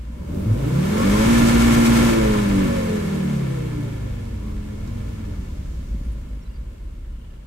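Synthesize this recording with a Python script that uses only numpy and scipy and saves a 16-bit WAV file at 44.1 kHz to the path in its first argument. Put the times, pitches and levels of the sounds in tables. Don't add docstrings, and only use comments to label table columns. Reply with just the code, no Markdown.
import sys
import numpy as np
from scipy import signal
from scipy.fft import rfft, irfft
from scipy.io import wavfile
from scipy.ndimage import uniform_filter1d

SR = 44100
rng = np.random.default_rng(int(sys.argv[2]) if len(sys.argv) > 2 else 0)


def log_audio(samples):
    frames = np.atleast_2d(samples).T
    limited = np.clip(frames, -1, 1)
    pcm = np.round(limited * 32767).astype(np.int16)
    wavfile.write(sys.argv[1], SR, pcm)


N = 328986
TIME = np.arange(N) / SR
BINS = np.fft.rfftfreq(N, 1 / SR)
LIMIT_HZ, IDLE_HZ = 116.4, 17


# multiple of crank speed, level at the limiter in dB with the throttle
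# open, the same with it shut, off-throttle rise in dB per octave of speed.
ENGINE_ORDERS = [(.5, -22.5, -30, 22), (1, -24.5, -30.5, 4.5), (2, -19, -20, 5.5), (2.5, -23.5, -26, 5.5),
                 (3, -35, -32.5, 8.5), (3.5, -37.5, -38, 12), (4, -37.5, -36, 10), (4.5, -34.5, -39.5, 8.5),
                 (5, -34.5, -36, 6), (5.5, -30, -33.5, 13), (6, -33, -29, 18), (7, -32.5, -33, 16.5),
                 (7.5, -35, -34.5, 11), (10, -33, -32.5, 11.5), (12, -27, -35, 30)]
PULLEY = [(1.15, -27, -22, 11)]
# order, centre in Hz, width in Hz, lift in dB.
PATHS = [(2, 194, 10, 4.5), (2, 174, 36, -9.6), (2, 136, 12, 2.6), (2, 55.2, 3, 7.4), (2, 36.8, 7.7, 11),
         (2.5, 187, 10, 4.5), (2.5, 284, 23, -7), (3, 216, 17, 10.5), (3, 288, 24, 11.5),
         (3, 341, 24, 13.5), (4, 432, 55, 14.5), (4, 135, 18, 8), (4, 67.5, 25, 16), (5, 293, 22, 10),
         (5, 424, 36, 12.5), (5, 548, 30, 14.5), (5, 210, 45, 5), (6, 545, 42, 12), (7, 401, 22, 11),
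         (7, 290, 34, 13.5), (7.5, 475, 23, 10), (10, 1050, 40, 15), (12, 1100, 150, 15.5)]

def engine_tones(turns, speed, throttle, stutter_db, load_db_per_octave=4):
    out = np.zeros((2, N))
    octaves = np.log2(speed / LIMIT_HZ)
    burble = np.sqrt(LIMIT_HZ / speed)
    for order, open_db, shut_db, slope in ENGINE_ORDERS + PULLEY:
        pitch = order * speed
        gain, lead = cabin(pitch)
        db = shut_db + throttle * (open_db - shut_db)
        db += (slope - load_db_per_octave * throttle) * octaves
        db += sum(lift * peak(pitch, hz, width) for k, hz, width, lift in PATHS if k == order)
        if order == 2:
            rough = .08
        else:
            rough = .14 * np.sqrt(order) * (1 + throttle) / 2
            db += stutter_db
        out += gain * amp(db) * order_tone(order * turns, lead, rough * burble)
    return out


def order_tone(turns, lead, rough):
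    angle = 2 * np.pi * ((turns + rng.random()) % 1)
    phase = np.array([angle + lead / 2, angle - lead / 2])
    shaken = (1 + rough * wander(26)) * np.cos(phase) + rough * wander(11.6) * np.sin(phase)
    return shaken * np.sqrt(2 / (1 + 2 * rough ** 2))


# time in seconds, crank turns per second.
SPEED = [(0.0, 28.5), (0.14, 29.3), (0.32, 37.3), (0.4, 38.5), (0.55, 50.5), (0.81, 72.3), (1.08, 99.2),
         (1.31, 116.9), (2.06, 116.4), (2.87, 87.6), (3.78, 59.2), (4.43, 42), (4.68, 41.5), (4.98, 46.6),
         (5.3, 41.8), (5.92, 29.1), (6.05, 28.6), (6.67, 21.0), (7.0, 18.0), (7.46, 16.1)]
# time in seconds, opening from 0 to 1.
THROTTLE = [(.1, 0), (.35, 1), (2.09, 1), (2.19, 0.3), (4.6, 0), (4.9, 0.13), (5.5, 0)]

def rev(surge, sag=.0043, jitter=.0015):
    glide = np.exp(curve([(s, np.log(hz)) for s, hz in SPEED]))
    smooth = uniform_filter1d(glide, size=SR // 14)
    return smooth * (1 - sag * surge + jitter * wander(12)), curve(THROTTLE)


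# time in seconds, relative strength of the surge.
FUEL_CUTS = [(1.3, -1), (1.385, 2), (1.486, 4.5), (1.615, 2.5), (1.739, 4), (1.858, 4.5), (1.977, 3),
             (2.093, 1)]

def limiter(width_s, early_s=0):
    surge = sum(size * np.exp(-((TIME + early_s - s) / width_s) ** 2) for s, size in FUEL_CUTS)
    return surge - uniform_filter1d(surge, size=SR // 4)


# frequency in Hz, relative level in dB.
RUMBLE_COLOUR = [(12, -30), (29, -7.5), (44, -10.5), (56, -1.5), (66, -11), (85, -17), (130, -20),
                 (300, -66.5)]
# time in seconds, level in dB before the trim.
RUMBLE_LEVEL = [(0.05, -40), (0.5, -39), (0.9, -33.5), (1.35, -23), (2.0, -25), (2.75, -25.5), (3.15, -42),
                (3.65, -37), (4.4, -29), (4.95, -30.5), (5.6, -28), (6.1, -27), (6.35, -33.5), (7.44, -37)]

def exhaust_rumble(jolt, trim_db=-1.5):
    return amp(curve(RUMBLE_LEVEL) + trim_db + jolt) * noise(RUMBLE_COLOUR)


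# frequency in Hz, relative level in dB.
DRONE_COLOUR = [(70, -22), (135, 2), (200, 0), (290, -2), (400, -8), (600, -8), (710, -21), (1200, -38)]
# dB at the limiter and dB per octave of speed with the throttle open,
# the same two with it shut, dB at idle.
DRONE_LAW = (-24.5, 4, -28.5, 10.5, -50.5)

def gas_drone(speed, throttle, lump_db=.8, modal_share=.17):
    db = loudness(DRONE_LAW, speed, throttle) + lump_db * wander(12)
    cabin_gain, _ = cabin(BINS)
    return amp(db) * noise(DRONE_COLOUR, modal_share * 20 * np.log10(cabin_gain))


# frequency in Hz, relative level in dB.
ROAR_COLOUR = [(350, -2.5), (720, -4.5), (960, -0.5), (1400, -3.5), (1800, -6), (2200, -11.5), (2700, -6),
               (5000, -17), (9000, -51)]
ROAR_LAW = (-26.5, 15, -30, 17, -56.5)

def combustion(firings, turns, speed, throttle, surge, growl_db=-7):
    roar = clatter(firings, turns, ROAR_COLOUR, knock_share=.18, throb=.01)
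    roar += amp(growl_db) * np.sqrt(speed / LIMIT_HZ) * growl(turns)
    return amp(loudness(ROAR_LAW, speed, throttle) + .35 * surge) * roar


def growl(turns, size=2048, half_orders=48):
    comb = np.exp(2j * np.pi * rng.random((2, half_orders)))
    comb[:, :half_orders // 4] = 0
    place = np.arange(size) / size
    cycles = np.array([np.interp(turns / 2 % 1, place, cycle) for cycle in irfft(comb, size)])
    return unit(irfft(rfft(cycles) * amp(spectrum(ROAR_COLOUR, BINS)), N))


# frequency in Hz, relative level in dB.
VALVE_COLOUR = [(1800, -19), (3200, -5.5), (4200, -6.5), (6200, -6), (7500, -4), (9200, -7.5),
                (10400, -11.5), (12000, -10.5), (15500, -22)]
VALVE_LAW = (-31.5, 17, -38.5, 15.5, -65)

def valve_train(taps, turns, speed, throttle, surge):
    db = loudness(VALVE_LAW, speed, throttle) + 1.02 * surge
    return amp(db) * clatter(taps, turns, VALVE_COLOUR, knock_share=.22, throb=.039)


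def knocks(turns, per_turn, uneven_db, chance_db, scatter_s=.0003):
    beat = np.floor(turns * per_turn).astype(int)
    at = np.flatnonzero(np.diff(beat)) + 1
    pattern = rng.uniform(-.5, .44, 2 * per_turn)
    chance, late = rng.uniform(-2, 2, (N, 2))[beat[at]].T
    landing = (at + np.round(late * scatter_s * SR).astype(int)) % N
    train = np.zeros(N)
    train[landing] = amp(uneven_db * pattern[beat[at] % len(pattern)] + chance_db * chance)
    return train


# centre in Hz, width in Hz, full lift in dB.
PANELS = [(1010, 90, 5.5), (1380, 90, 4.5), (1743, 55, 8), (2190, 240, 13.5)]

def clatter(train, turns, colour, knock_share, throb, idle_ring=.48):
    blows = irfft(rfft(train) * amp(spectrum(colour, BINS)), N)
    blows = unit(reflect(np.array([blows, blows]), t60=.092, wet_db=5))
    rush = unit(noise(colour) * firing_pulse(turns, throb))
    plain = np.sqrt(knock_share) * blows + np.sqrt(1 - knock_share) * rush
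    panels_db = sum(db * peak(BINS, hz, width) for hz, width, db in PANELS)
    ringing = irfft(rfft(plain) * (amp(panels_db) - 1), N)
    pace = np.gradient(turns)
    shaking = np.interp(pace, [pace.min(), pace.max() / 2], [idle_ring, 1])
    return unit(plain + shaking * ringing)


def shudder(turns, speed, mount_hz=30.5, peak_db=-37, rest_db=-52):
    blows = knocks(turns, per_turn=2, uneven_db=3.5, chance_db=4.5)
    thuds = unit(band(blows, hz=198, width=123))
    return amp(rest_db + (peak_db - rest_db) * peak(speed, mount_hz, width=15)) * thuds


def intake(turns, speed, throttle, limit_db=-37, db_per_octave=9):
    gulps = rng.standard_normal((2, N)) * firing_pulse(turns, depth=.5)
    rasp = unit(band(gulps, hz=1150, width=800))
    return throttle * amp(limit_db + db_per_octave * np.log2(speed / LIMIT_HZ)) * rasp


# start in seconds, level in dB, pitch in Hz, seconds to fall 60 dB.
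LOW_SOUNDS = [(0.455, -3, 108, 0.42), (4.875, -13, 130, 0.025), (5.945, -19, 180, 0.05)]

def boom_and_knocks():
    out = np.zeros(N)
    for start, db, hz, t60 in LOW_SOUNDS:
        age = np.maximum(TIME - start, 0)
        attack = 1 - np.exp(-10 * age / t60)
        out += amp(db - 60 * age / t60) * attack * np.sin(2 * np.pi * hz * age)
    return out


# midpoint in seconds, length in seconds, centre in Hz, width in Hz, level in
# dB.
RASP_SWELLS = [(0.357, 1, 980, 200, -56.5), (4.48, 0.27, 1090, 160, -54), (5.05, .6, 1220, 350, -61),
               (7.26, 0.42, 2950, 450, -66)]

def rasp_swells(turns):
    out, pulse = np.zeros((2, N)), firing_pulse(turns, depth=.5)
    for middle, length, hz, width, db in RASP_SWELLS:
        swell = np.cos(np.pi * np.clip((TIME - middle) / length, -.5, .5))
        out += amp(db) * swell * unit(pulse * band(rng.standard_normal((2, N)), hz, width))
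    return out


# midpoint in seconds, length in seconds, top pitch in Hz, level in dB.
SQUEAKS = [(6.048, .04, 9720, -65), (6.126, .03, 9720, -61), (6.43, .03, 5520, -63),
           (6.465, .04, 4000, -65), (6.49, .04, 4750, -66), (6.522, .07, 2800, -62.5),
           (6.555, .05, 4750, -62.5)]

def squeaks(arch=.016, quiver_hz=35, flutter=.45):
    out, quiver = np.zeros(N), quiver_hz * wander(158)
    grip = np.maximum(1 + flutter * wander(70), 0)
    for middle, length, hz, db in SQUEAKS:
        near = abs(TIME - middle) < length / 2
        swell = np.cos(np.pi * (TIME[near] - middle) / length)
        pitch = hz * (1 + arch * (swell - 1)) + quiver[near]
        out[near] += amp(db) * swell * grip[near] * np.sin(2 * np.pi * np.cumsum(pitch) / SR)
    return out


# frequency in Hz, relative level in dB.
AIR_COLOUR = [(1200, -36), (3500, 9), (7400, 9), (9500, -15), (15500, -19)]

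def idle_air_and_tick(open_s=2.5, close_s=6.5, tick_s=4.875, tick_t60=.042):
    opening = np.minimum((TIME - open_s) / 7, (close_s - TIME) / 1.5)
    air = amp(-54) * np.clip(opening, 0, 1)
    tick = (TIME > tick_s) * amp(-49 - 60 * abs(TIME - tick_s) / tick_t60)
    return (air + tick) * noise(AIR_COLOUR)


# centre in Hz, width in Hz, gain in dB, lead of the left microphone in radians.
CABIN_MODES = [(53, 12, -2, 0.1), (107, 41, -6.5, 0.1), (145.5, 40, -2, 0.23), (206.3, 60, 1.5, 0.25),
               (233, 4.7, 3.5, -0.86), (294.1, 11.5, -0.5, -1), (331.3, 42, 1, -2), (381, 17, 1.5, -1.8),
               (421.2, 18, -1.5, -1.5), (502, 98, -1, -2)]

def cabin(hz, floor_db=-14):
    grid = np.geomspace(5, 4000, 1500)
    modes = sum(amp(db) ** 2 / (1 + 2 * ((grid - f) / width) ** 2) ** 2 for f, width, db, _ in CABIN_MODES)
    gain = np.interp(hz, grid, np.sqrt(amp(floor_db) ** 2 + modes))
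    return gain, spectrum([(f, lead) for f, _, _, lead in CABIN_MODES], hz)


def reflect(x, t60, wet_db):
    t = np.arange(SR // 8) / SR
    tail = rng.standard_normal((2, len(t))) * amp(-60 * t / t60)
    tail *= amp(wet_db) / np.linalg.norm(tail, axis=1, keepdims=True)
    return (x + signal.oaconvolve(x, tail, axes=1)[:, :N]) / np.sqrt(1 + amp(wet_db) ** 2)


# frequency in Hz, correlation from -1 to 1.
LIKENESS = [(120, 1), (200, 0.78), (290, 0.65), (450, -0.16), (1500, 0.053), (15000, -0.18)]

def noise(colour, lift_db=0):
    left, other = rfft(rng.standard_normal((2, N)))
    same = spectrum(LIKENESS, BINS)
    right = same * left + np.sqrt(1 - same ** 2) * other
    return unit(irfft(np.array([left, right]) * amp(spectrum(colour, BINS) + lift_db), N))


def loudness(law, speed, throttle, idle_db_per_octave=5):
    open_db, open_slope, shut_db, shut_slope, idle_db = law
    octaves = np.log2(speed / LIMIT_HZ)
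    driven = throttle * (open_db + open_slope * octaves)
    driven += (1 - throttle) * (shut_db + shut_slope * octaves)
    idling = idle_db + idle_db_per_octave * np.log2(speed / IDLE_HZ)
    return 20 * np.log10(np.hypot(amp(driven), amp(idling)))


def firing_pulse(turns, depth):
    return 1 + depth * np.cos(4 * np.pi * turns)


def wander(rate):
    s = np.arange(0, 8, .002)
    hz = np.fft.rfftfreq(len(s), s[1])
    slow = irfft(rfft(rng.standard_normal(len(s))) / (1 + (hz / rate) ** 4), len(s))
    return np.interp(TIME, s, unit(slow))


def peak(hz, centre, width):
    return 1 / (1 + (2 * (hz - centre) / width) ** 2)


def band(x, hz, width):
    return irfft(rfft(x) / (1 + (2 * (BINS - hz) / width) ** 4), N)


def curve(rows):
    return np.interp(TIME, *np.transpose(rows))


def spectrum(rows, hz):
    f, value = np.transpose(rows)
    return np.interp(np.log(hz + 1), np.log(f + 1), value)


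def amp(db):
    return 10 ** (np.asarray(db) / 20)


def unit(x):
    return x / np.sqrt(np.mean(x ** 2) + 1e-20)


def scene():
    surge = limiter(width_s=.02)
    jolt = limiter(width_s=.028, early_s=.057)
    speed, throttle = rev(surge)
    turns = np.cumsum(speed) / SR
    firings = knocks(turns, per_turn=2, uneven_db=-1, chance_db=6)
    valve_taps = knocks(turns, per_turn=4, uneven_db=.5, chance_db=4)
    out = engine_tones(turns, speed, throttle, stutter_db=.45 * jolt)
    out += exhaust_rumble(jolt) + gas_drone(speed, throttle)
    out += combustion(firings, turns, speed, throttle, surge)
    out += valve_train(valve_taps, turns, speed, throttle, surge)
    out += shudder(turns, speed) + rasp_swells(turns) + intake(turns, speed, throttle)
    return out + boom_and_knocks() + squeaks() + idle_air_and_tick()


def record(dry, hiss_db=-78, edge_hz=15750):
    heard = dry + amp(hiss_db) * rng.standard_normal((2, N))
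    return irfft(rfft(heard) * np.clip((edge_hz - BINS) / 200 + .5, 0, 1), N)


dry = scene()
out = record(dry)
log_audio(out)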